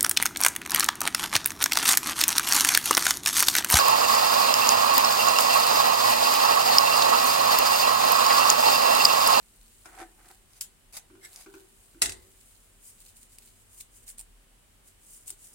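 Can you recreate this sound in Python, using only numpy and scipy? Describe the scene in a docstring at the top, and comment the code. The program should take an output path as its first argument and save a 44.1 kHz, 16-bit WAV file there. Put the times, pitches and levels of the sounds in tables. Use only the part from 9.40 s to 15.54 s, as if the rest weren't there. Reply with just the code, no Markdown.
"""A quiet room hums, fingers brush paper, and a hard plastic razor case slides, knocks and groans on
a wooden desk as it sticks and slips. A paper pack of razor blades is pried out of the case: it
scrapes, squeaks and snaps against its tray. The lid falls open with a ringing clack and bounces.
Then the pack is turned over between the fingers: soft rubbing and small crinkling ticks."""
import sys
import numpy as np
from scipy import signal
from scipy.fft import rfft, irfft
from scipy.io import wavfile

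SR = 44100
rng = np.random.default_rng(int(sys.argv[2]) if len(sys.argv) > 2 else 0)


def generate_wav(signal):
    """Clip the signal to [-1, 1] and save it as 16-bit WAV at the path in sys.argv[1]."""
    frames = np.transpose(np.atleast_2d(signal))
    scaled = np.clip(frames, -1, 1) * 32767
    pcm = np.round(scaled).astype(np.int16)
    wavfile.write(sys.argv[1], SR, pcm)


N = 270774
TIME = np.arange(N) / SR

# Levels compare the rows of a table; the functions set how loud each sound ends up.
# tone colour of the room's rumble and hiss: f/Hz, level/dB
ROOM_COLOUR = [(12, -41.5), (26, -2), (45, 1.5), (68, -12), (100, -10.5), (180, -11), (380, -16),
               (650, -18), (2200, -20), (3200, -21), (4500, -24.5), (6300, -25.5), (7800, -19),
               (9800, -19.5), (12000, -26), (16000, -27)]
# the deep hum swells: t/s of the top, level/dB, build-up/s
HUM_SWELLS = [(0.21, -53, 0.12), (0.65, -56.5, 0.61), (4.95, -53.5, 0.81)]
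# faint steady tones of the room: f/Hz, width/Hz, level/dB
ROOM_TONES = [(94.1, 12, -74), (227, 8.5, -83), (383, 13, -84), (2970, 50, -84)]
# how long the room echoes: f/Hz, time to fade by 60 dB/s
ROOM_FADE = [(200, 0.72), (1000, 0.31), (4000, 0.22), (14000, 0.097)]
# how alike left and right are: f/Hz, likeness (1 = the same)
LIKENESS = [(60, 1), (130, 0.34), (380, 0.43), (700, 0.15), (1400, 0.0077), (15000, 0.012)]

# a finger slides over the paper: t/s of firmest press, level/dB, build-up/s, extra for the edge/dB
RUBS = [(0.45, -62, 1, 0.5), (0.905, -62.5, 0.13, 5.5), (1.94, -58, 0.16, 3.5), (2.18, -64.5, 0.21, 5),
        (2.44, -62, 0.32, -2), (3.07, -62, 0.81, 0.5), (3.481, -49, 0.1, -18), (3.61, -55.5, 0.062, -3),
        (3.685, -56.5, 0.083, 1), (3.77, -52, 0.033, -12), (3.825, -56, 0.073, -5), (3.934, -56, 0.073, -6),
        (4.065, -58.5, 0.15, 0.5), (4.21, -62, 0.15, -14), (4.335, -53.5, 0.063, -10),
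        (4.39, -49.5, 0.061, -13), (4.409, -44.5, 0.011, 0), (4.57, -55, 0.091, -13),
        (4.632, -55, 0.016, -14), (4.69, -43, 0.036, -6.5), (4.795, -43.5, 0.026, -9),
        (5.48, -56, 0.057, -7), (5.737, -50, 0.18, -26), (5.88, -40, 0.028, -16), (5.907, -45.5, 0.036, -5),
        (6.057, -50, 0.12, -12), (6.132, -54, 0.022, -21)]
# hiss of skin on paper: f/Hz, level/dB
PAPER_COLOUR = [(600, -47), (2000, -18.5), (4200, -19.5), (5600, -12), (6800, -7.5), (8500, -0.5),
                (10300, -6), (11800, -10), (16000, -13)]
# rasp of the paper's cut edge on skin: f/Hz, level/dB
EDGE_COLOUR = [(600, -27.5), (1500, -18.5), (2300, -6.5), (3300, -9), (4200, -1.5), (5600, -9.5),
               (8000, -0.5), (10500, -4), (14000, -8.5), (16000, -4.5)]
# the wrapper crinkles: t/s, level/dB, extra for the edge/dB
CRINKLES = [(3.6606, -45, -4), (3.831, -41, -6), (3.9852, -40.5, 6), (4.4098, -32, -3), (4.6784, -42, -3),
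            (4.6922, -34, -11), (4.7015, -35.5, -2), (4.7832, -33.5, -7), (4.7935, -31.5, -11),
            (4.8023, -29.5, -9), (4.8113, -31, -7), (5.8795, -30, -9), (5.8946, -30, -6), (5.904, -25, -5)]
# tick of a paper fold: f/Hz, level/dB
CRINKLE_COLOUR = [(400, -24), (800, -7), (2000, -20.5), (4200, -20), (5900, -23), (7300, -0.5), (8400, 15),
                  (10300, 7.5), (11500, -32), (16000, -48)]

# the case is pushed over the desk: t/s of firmest push, level/dB, build-up/s
PUSHES = [(0.464, -51, 0.025), (0.51, -56, 0.078), (0.552, -51.5, 0.062), (0.6, -43.5, 0.05),
          (0.621, -42, 0.037), (0.806, -57.5, 0.04), (0.862, -58.5, 0.075), (0.911, -55.5, 0.051),
          (2.005, -64, 0.26)]
# rasp of plastic on wood: f/Hz, level/dB
DRAG_COLOUR = [(200, -28), (335, 2.5), (480, -14), (760, -1), (1000, -8.5), (1350, -1.5), (2300, -6),
               (2900, -14.5), (6000, -16.5), (9000, -12.5), (12000, -18), (15500, -36)]
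# modes (natural notes; wider ones fade sooner) of the dragged case: f/Hz, width/Hz, level/dB
DRAG_MODES = [(334, 36, 4), (748, 50, 7), (1000, 120, -3), (1290, 70, -1), (1560, 45, -2), (1840, 35, -3),
              (2080, 89, -6), (2420, 55, -9)]
# the case rocks on the desk, and at 2.660 s the bouncing lid knocks it down: t/s, thud level/dB, rap level/dB,
# thud f/Hz
KNOCKS = [(0.457, -56, -39, 350), (1.700, -51, -53, 340), (1.732, -50, -58, 335), (1.753, -51, -52, 355),
          (2.062, -44, -42, 366), (2.140, -43, -41, 355), (2.547, -49, -54, 318), (2.660, -44, -46, 365),
          (5.903, -60, -55, 370)]
# notes of the desk top under the case: ratio to the thud's pitch, width/Hz, level/dB
DESK_MODES = [(0.89, 44, -1), (1.02, 55, 0), (1.09, 15, 5.5)]
# rap of the case on the desk: f/Hz, level/dB
RAP_COLOUR = [(250, -34.5), (500, -15), (800, -17), (1150, -0.5), (1500, -21), (2100, -8.5), (3200, -21),
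              (6000, -19), (12000, -42)]
# notes of the case's hollow shell: f/Hz, width/Hz, level/dB
SHELL_MODES = [(619, 40, -3), (780, 50, -5), (1080, 70, -6), (1305, 60, 0), (1510, 150, 1), (2100, 70, -6),
               (2390, 60, -7)]

# the pack catches on the tray and snaps free: t/s, level/dB, scatter/s, top of the treble/Hz
SNAPS = [(0.457, -31.5, 0.004, 10000), (0.858, -41, 0.005, 9000), (0.912, -39.5, 0.004, 9000),
         (1.1335, -37.5, 0.0008, 8000), (1.2085, -28, 0.005, 18000), (1.2108, -14, 0.0011, 20000),
         (1.2137, -19, .004, 20000), (1.2166, -18.5, 0.005, 20000), (1.2215, -22, .019, 20000),
         (1.5262, -38, 0.003, 16000), (1.5690, -25, 0.004, 18000), (1.9604, -23.5, 0.0019, 7800)]
# flick of the pack's edge: f/Hz, level/dB
SNAP_COLOUR = [(300, -33), (900, -24), (2000, -18), (3100, -11), (3600, -16), (4400, -11.5), (5200, -5.5),
               (6100, -10), (7250, -2), (7900, -6), (8800, -3.5), (10400, -1), (11300, -4), (13000, -7),
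               (16000, -6.5)]
# brief ping of the tray wall: f/Hz, width/Hz, level/dB
TRAY_MODES = [(5300, 420, 0), (7200, 400, -6)]
# the case groans at the hardest push: t/s of the top, level/dB, build-up/s, fade/s, f/Hz
GROANS = [(0.621, -46, 0.055, 0.014, 750), (0.624, -49.5, 0.035, 0.03, 332)]
# the pack scrapes along the tray: t/s of firmest press, level/dB, build-up/s
SCRAPES = [(1.175, -65, 0.11), (1.541, -53, 0.019), (1.560, -49.5, 0.026), (1.572, -41.5, 0.009),
           (2.015, -56.5, 0.1)]
# rasp of card on plastic: f/Hz, level/dB
SCRAPE_COLOUR = [(250, -15), (500, -6), (780, 0.5), (1100, -4), (1800, -7), (2400, 0.5), (3200, -10.5),
                 (4250, -2), (5500, -3.5), (8000, -1.5), (11000, -2.5), (16000, -12)]
# the squeezed pack squeaks: t/s of firmest press, level/dB, build-up/s
SQUEAKS = [(1.856, -45, 0.062), (4.70, -61, 0.063)]
# notes of the squeak: f/Hz, width/Hz, level/dB
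SQUEAK_MODES = [(1450, 130, -6), (1720, 60, 4), (2130, 70, 4), (2750, 400, -11), (4170, 350, -8),
                (5100, 400, -12), (5850, 200, -9), (7620, 200, -1), (9800, 5000, -13)]

# the lid falls open and rattles: t/s, level/dB, scatter/s
CLACKS = [(2.6162, -28.5, 0.0073), (2.6193, -9, 0.0013), (2.6208, -8.5, 0.01), (2.6265, -15.5, 0.032),
          (2.6375, -28, .004), (2.6573, -22, 0.003), (2.6603, -20.5, .004), (2.6945, -24, 0.0089),
          (2.7212, -28.5, 0.0078)]
# crack of plastic on plastic: f/Hz, level/dB
CRACK_COLOUR = [(150, -32), (400, -13), (800, -13.5), (1250, -10), (1600, -8), (2050, -3), (2350, -9),
                (2700, -3), (3150, -11.5), (3700, -5.5), (4300, -6), (5000, -3), (6500, -4.5), (8200, 1),
                (10200, -0.5), (11800, -9.5), (16000, -15)]
# ringing of the plastic case: f/Hz, width/Hz, level/dB
CASE_MODES = [(1980, 200, -7), (2660, 170, -1), (3830, 160, 0), (4100, 70, -6), (4580, 150, -2),
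              (4900, 120, -2), (5620, 70, -1), (5960, 43, -4), (6240, 51, -1), (6820, 90, -5),
              (7450, 70, 3), (7735, 34, 1), (7960, 45, 3), (8230, 40, 6), (8570, 30, 1), (8880, 39, 1),
              (9230, 30, 2), (9480, 36, 1), (9910, 25, 0), (10300, 45, -1)]
# the clack shakes the whole desk: f/Hz, width/Hz, level/dB
BOOM_MODES = [(48, 15, -10), (87, 7, -3), (259, 14, -1), (382, 15, -3)]


def from_db(db):
    """Turn decibels into a number to multiply by."""
    return 10 ** (np.asarray(db) / 20)


def rms_one(x):
    """Scale to an average power of 1."""
    return x / np.sqrt(np.mean(x ** 2) + 1e-20)


def energy_one(x):
    """Scale each channel so that its squares add up to 1."""
    return x / np.sqrt(np.sum(x ** 2, axis=-1, keepdims=True) + 1e-20)


def at_hz(points, hz):
    """Read between the rows of a table, with octaves evenly spaced."""
    knots, values = np.transpose(points)
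    return np.interp(np.log(np.maximum(hz, 1)), np.log(knots), values)


def through(x, response):
    """Pass a sound through a thing, given that thing's response to one click."""
    return signal.fftconvolve(np.atleast_2d(x), np.atleast_2d(response), axes=-1)[:, :N]


def colour(spectrum, size=8192):
    """The tightest (minimum-phase) click that has the given tone colour."""
    gains = from_db(at_hz(spectrum, np.fft.rfftfreq(size, 1 / SR)))
    cepstrum = irfft(np.log(gains))
    return energy_one(irfft(np.exp(rfft(2 * cepstrum[:size // 2], size))))


def ringing(modes, size=16384):
    """A tapped body rings with one fading sine wave for each mode."""
    t, out = TIME[:size], 0
    for k, (hz, width, db) in enumerate(modes):
        fade = from_db(db) * width * np.exp(-np.pi * width * t)
        out = out + (-1) ** k * fade * np.sin(2 * np.pi * hz * t)
    return energy_one(out)


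def filtered(x, kind, hz):
    """Keep the "low", "high" or "band" part of a sound."""
    return signal.sosfilt(signal.butter(2, hz, kind, fs=SR, output="sos"), x)


def shaded(x, shade_hz=12500):
    """The highest treble is weaker on the right."""
    return np.array([x[0], filtered(x[1], "low", shade_hz)])


def stereo_noise(size):
    """White noise whose left and right are alike in the bass and unrelated in the treble."""
    alike = np.clip(at_hz(LIKENESS, np.fft.rfftfreq(size, 1 / SR)), -1, 1)
    mid, side = rfft(rng.standard_normal((2, size)))
    return irfft(np.sqrt(1 + alike) * mid + np.sqrt(1 - alike) * side * [[1], [-1]], size)


def room_tail(size=20000):
    """A wash of room echoes that builds up quickly and dies sooner in the treble."""
    t, noise, out = TIME[:size], stereo_noise(size), 0
    edges_hz = np.geomspace(60, 19000, 9)
    for low, high in zip(edges_hz, edges_hz[1:]):
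        fade_s = at_hz(ROOM_FADE, np.sqrt(low * high))
        out = out + filtered(noise, "band", [low, high]) * np.exp(-np.log(1000) * t / fade_s)
    return energy_one(out * (1 - np.exp(-t / 0.003)))


def desk_echoes(x, level_db, spread_s, count=24):
    """Add the quick treble echoes that come off the desk top and the things on it."""
    echoes = np.zeros((2, 2048))
    for side in echoes:
        lateness = rng.uniform(0, 1, count)
        at = np.clip(lateness * spread_s * SR + 20, 1, 2000).astype(int)
        side[at] = rng.choice([-1, 1], count) * np.exp(-lateness)
    response = from_db(level_db) * energy_one(filtered(echoes, "high", 3000))
    response[:, 0] += 1  # the direct sound
    return through(x, response)


def strokes(rows, bend, release_s, linger):
    """Loudness over time: each stroke builds up, then fades; `linger` makes slow ones fade later."""
    power = 0
    for s, db, build in rows:
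        rise = np.clip(1 + (TIME - s) / build, 0, 1) ** bend
        fall = np.exp(-np.maximum(TIME - s, 0) / (release_s + linger * build))
        power = power + (from_db(db) * rise * fall) ** 2
    return np.sqrt(power)


def friction(pressure, per_s, spread_db, room_db, slip_s=0.00095):
    """Rubbing surfaces catch and slip at random; each slip is a tiny burst that echoes in the room."""
    sizes = from_db(spread_db * np.minimum(rng.exponential(1, N), 4))
    slips = sizes * (rng.random(N) < per_s / SR)
    burst_power = signal.lfilter([1], [1, -np.exp(-2 / (slip_s * SR))], slips ** 2 + 1e-18)
    direct = pressure * rms_one(np.sqrt(burst_power) * stereo_noise(N))
    return direct + from_db(room_db) * through(direct, room_tail())


def contacts(rows, scatter_db, room_db, size=20000):
    """Each contact is a sharp click, its quick scatter off things nearby, and the room's echo."""
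    out, t, tail = np.zeros((2, N + size)), TIME[:size], room_tail(size)
    for s, db, scatter_s in rows:
        scatter = energy_one(stereo_noise(size) * np.exp(-t / scatter_s))
        blow = from_db(scatter_db) * scatter + from_db(room_db) * tail
        blow[:, 0] += 1  # the click
        at = round(s * SR)
        out[:, at:at + size] += from_db(db) * energy_one(blow)
    return out[:, :N]


def struck(rows, modes, vary_db, apart_hz, size=8192):
    """Every blow rings the modes with new strengths; high modes are less alike left and right."""
    out, t = np.zeros((2, N + size)), TIME[:size]
    hz, width, mode_db = np.transpose(modes)[:, :, None]
    for s, db, _ in rows:
        strength, start, apart = rng.standard_normal((3, len(modes), 1))
        fade = from_db(mode_db + vary_db * strength) * width * np.exp(-np.pi * width * t)
        phase = 2 * np.pi * (hz * t + start)
        shift = apart * hz / apart_hz
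        ring = np.array([np.sum(fade * np.sin(phase + side * shift), axis=0) for side in (1, -1)])
        out[:, round(s * SR):][:, :size] += from_db(db) * energy_one(ring)
    return out[:, :N]


def quiet_room(hiss_db=-64.5, hum_db=-69, swell_db=-3, hum_hz=38, waver_hz=4):
    """Even rumble and hiss, a wavering deep hum that swells now and then, and a few faint tones."""
    hiss = from_db(hiss_db) * through(stereo_noise(N), colour(ROOM_COLOUR))
    knots = np.linspace(0, TIME[-1], 50)
    pitch = hum_hz + waver_hz * np.interp(TIME, knots, rng.standard_normal(len(knots)))
    swells = from_db(swell_db) * strokes(HUM_SWELLS, bend=2.1, release_s=0.032, linger=0.17)
    hum = np.hypot(from_db(hum_db), swells) * rms_one(np.sin(2 * np.pi * np.cumsum(pitch) / SR))
    air = stereo_noise(N)
    tones = sum(from_db(db) * through(air, ringing([(hz, width, 0)])) for hz, width, db in ROOM_TONES)
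    return hiss + hum + tones


def paper_wrapper(rub_db=-2, edge_db=-1, tick_db=12.5, scatter_s=0.0008):
    """Skin hisses over the paper, whose edge crackles and whose folds give way in small ticks."""
    pressure = strokes([row[:3] for row in RUBS], bend=1.5, release_s=0.0052, linger=0.39)
    edge_rubs = [(s, db + edge, build) for s, db, build, edge in RUBS]
    edge_pressure = strokes(edge_rubs, bend=1.1, release_s=0.006, linger=0.35)
    skin_slips = friction(pressure, per_s=2200, spread_db=2.3, room_db=-13)
    edge_slips = friction(edge_pressure, per_s=330, spread_db=2.7, room_db=-11, slip_s=0.0003)
    hiss = from_db(rub_db) * through(skin_slips, colour(PAPER_COLOUR))
    crackle = from_db(edge_db) * through(edge_slips, colour(EDGE_COLOUR))
    folds = contacts([(s, db, scatter_s) for s, db, _ in CRINKLES], scatter_db=9, room_db=-5)
    edges = contacts([(s, db + edge, scatter_s) for s, db, edge in CRINKLES], scatter_db=9, room_db=-4)
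    ticks = through(folds, colour(CRINKLE_COLOUR)) + through(edges, colour(EDGE_COLOUR))
    return (desk_echoes(hiss, level_db=0, spread_s=0.0086)
            + desk_echoes(crackle + from_db(tick_db) * ticks, level_db=-7, spread_s=0.008))


def case_drag(rasp_db=-2, ring_db=-3):
    """The case rasps and judders across the wood; its ring is the same left and right."""
    push = strokes(PUSHES, bend=1.2, release_s=0.015, linger=0.017)
    slips = friction(push, per_s=900, spread_db=1.9, room_db=-11)
    judder = friction(push, per_s=1200, spread_db=1.5, room_db=-17)[0]
    rasp = through(slips, colour(DRAG_COLOUR))
    ring = through(filtered(judder, "high", 270), ringing(DRAG_MODES))
    return from_db(rasp_db) * rasp + from_db(ring_db) * ring


def case_knocks(thud_db=23, rap_db=15, shell_db=16, rebound_s=0.0182):
    """The case taps the desk and rebounds: its shell raps, and the wood thuds at each spot's pitch."""
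    rebounds = [(s + rebound_s, thud - 2, rap - 12, hz) for s, thud, rap, hz in KNOCKS]
    taps = list(KNOCKS) + rebounds
    thuds = np.zeros(N + SR)
    for s, db, _, hz in taps:
        ring = ringing([(ratio * hz, width, level) for ratio, width, level in DESK_MODES])
        thuds[round(s * SR):][:len(ring)] += from_db(thud_db + db) * ring
    thuds = thuds[:N] + from_db(-12) * through(thuds[:N], room_tail())
    clicks = contacts([(s, db, 0.007) for s, _, db, _ in taps], scatter_db=2, room_db=3.5)
    raps = from_db(rap_db) * through(clicks, colour(RAP_COLOUR))
    shell = from_db(shell_db) * through(clicks, ringing(SHELL_MODES))
    return thuds + raps + shell


def pack_snaps(snap_db=10.5, ping_db=4.5, clean_s=0.001):
    """The pack's edge flicks off the tray; the shorter the flick, the more the tray wall pings."""
    flicks, blows = 0, []
    for s, db, scatter_s, top_hz in SNAPS:
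        click = contacts([(s, db, scatter_s)], scatter_db=13, room_db=5)
        flicks = flicks + filtered(click, "low", top_hz)
        blows.append((s, db - 10 * np.log10(1 + scatter_s / clean_s), scatter_s))
    pings = struck(blows, TRAY_MODES, vary_db=1, apart_hz=8000)
    snaps = desk_echoes(through(flicks, colour(SNAP_COLOUR)), level_db=-8, spread_s=0.012)
    return shaded(from_db(snap_db) * snaps + from_db(ping_db) * pings)


def case_groan(waver=0.01156, sag_per_s=0.3):
    """The case sticks and slips evenly enough to sing two low notes, which sag as it slows."""
    out, knots = 0, np.linspace(PUSHES[0][0], PUSHES[-2][0], 40)
    for s, db, build, release, hz in GROANS:
        wobble = waver * np.interp(TIME, knots, rng.standard_normal(len(knots)))
        pitch = hz * (1 - sag_per_s * (TIME - s) + wobble)
        level = strokes([(s, db, build)], bend=0.88, release_s=release, linger=0)
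        out = out + level * rms_one(np.sin(2 * np.pi * np.cumsum(pitch) / SR))
    return out


def pack_scrapes(rasp_db=5, squeak_db=1):
    """The card pack rasps along the tray, and squeaks where it is squeezed."""
    slide = strokes(SCRAPES, bend=1, release_s=0.008, linger=0.15)
    squeeze = strokes(SQUEAKS, bend=2, release_s=0.0082, linger=0.036)
    slide_slips = friction(slide, per_s=2500, spread_db=1.5, room_db=-12)
    squeeze_slips = friction(squeeze, per_s=1600, spread_db=1.5, room_db=-14)
    rasp = from_db(rasp_db) * through(slide_slips, colour(SCRAPE_COLOUR))
    squeak = from_db(squeak_db) * through(squeeze_slips, ringing(SQUEAK_MODES))
    return shaded(desk_echoes(rasp + squeak, level_db=0.5, spread_s=0.0033))


def lid_clack(crack_db=16, ring_db=11, boom_db=-5.5):
    """The lid hits its stop and bounces: the plastic cracks, the case rings and the desk booms."""
    crack = through(contacts(CLACKS, scatter_db=13, room_db=8), colour(CRACK_COLOUR))
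    ring = struck(CLACKS, CASE_MODES, vary_db=1.8, apart_hz=4000)
    ring = ring + from_db(-11) * through(ring, room_tail())
    boom = through(contacts(CLACKS, scatter_db=-1, room_db=0.5), ringing(BOOM_MODES))
    return shaded(from_db(crack_db) * crack + from_db(ring_db) * ring) + from_db(boom_db) * boom


def scene():
    """The quiet room and everything that happens on the desk."""
    return (quiet_room() + paper_wrapper() + case_drag() + case_knocks()
            + pack_snaps() + case_groan() + pack_scrapes() + lid_clack())


def record(dry):
    """Cut away the very highest treble."""
    cutoff_hz = 15900
    return signal.sosfilt(signal.ellip(10, 0.1, 80, cutoff_hz, fs=SR, output="sos"), dry)


dry = scene()
out = record(dry)
generate_wav(out)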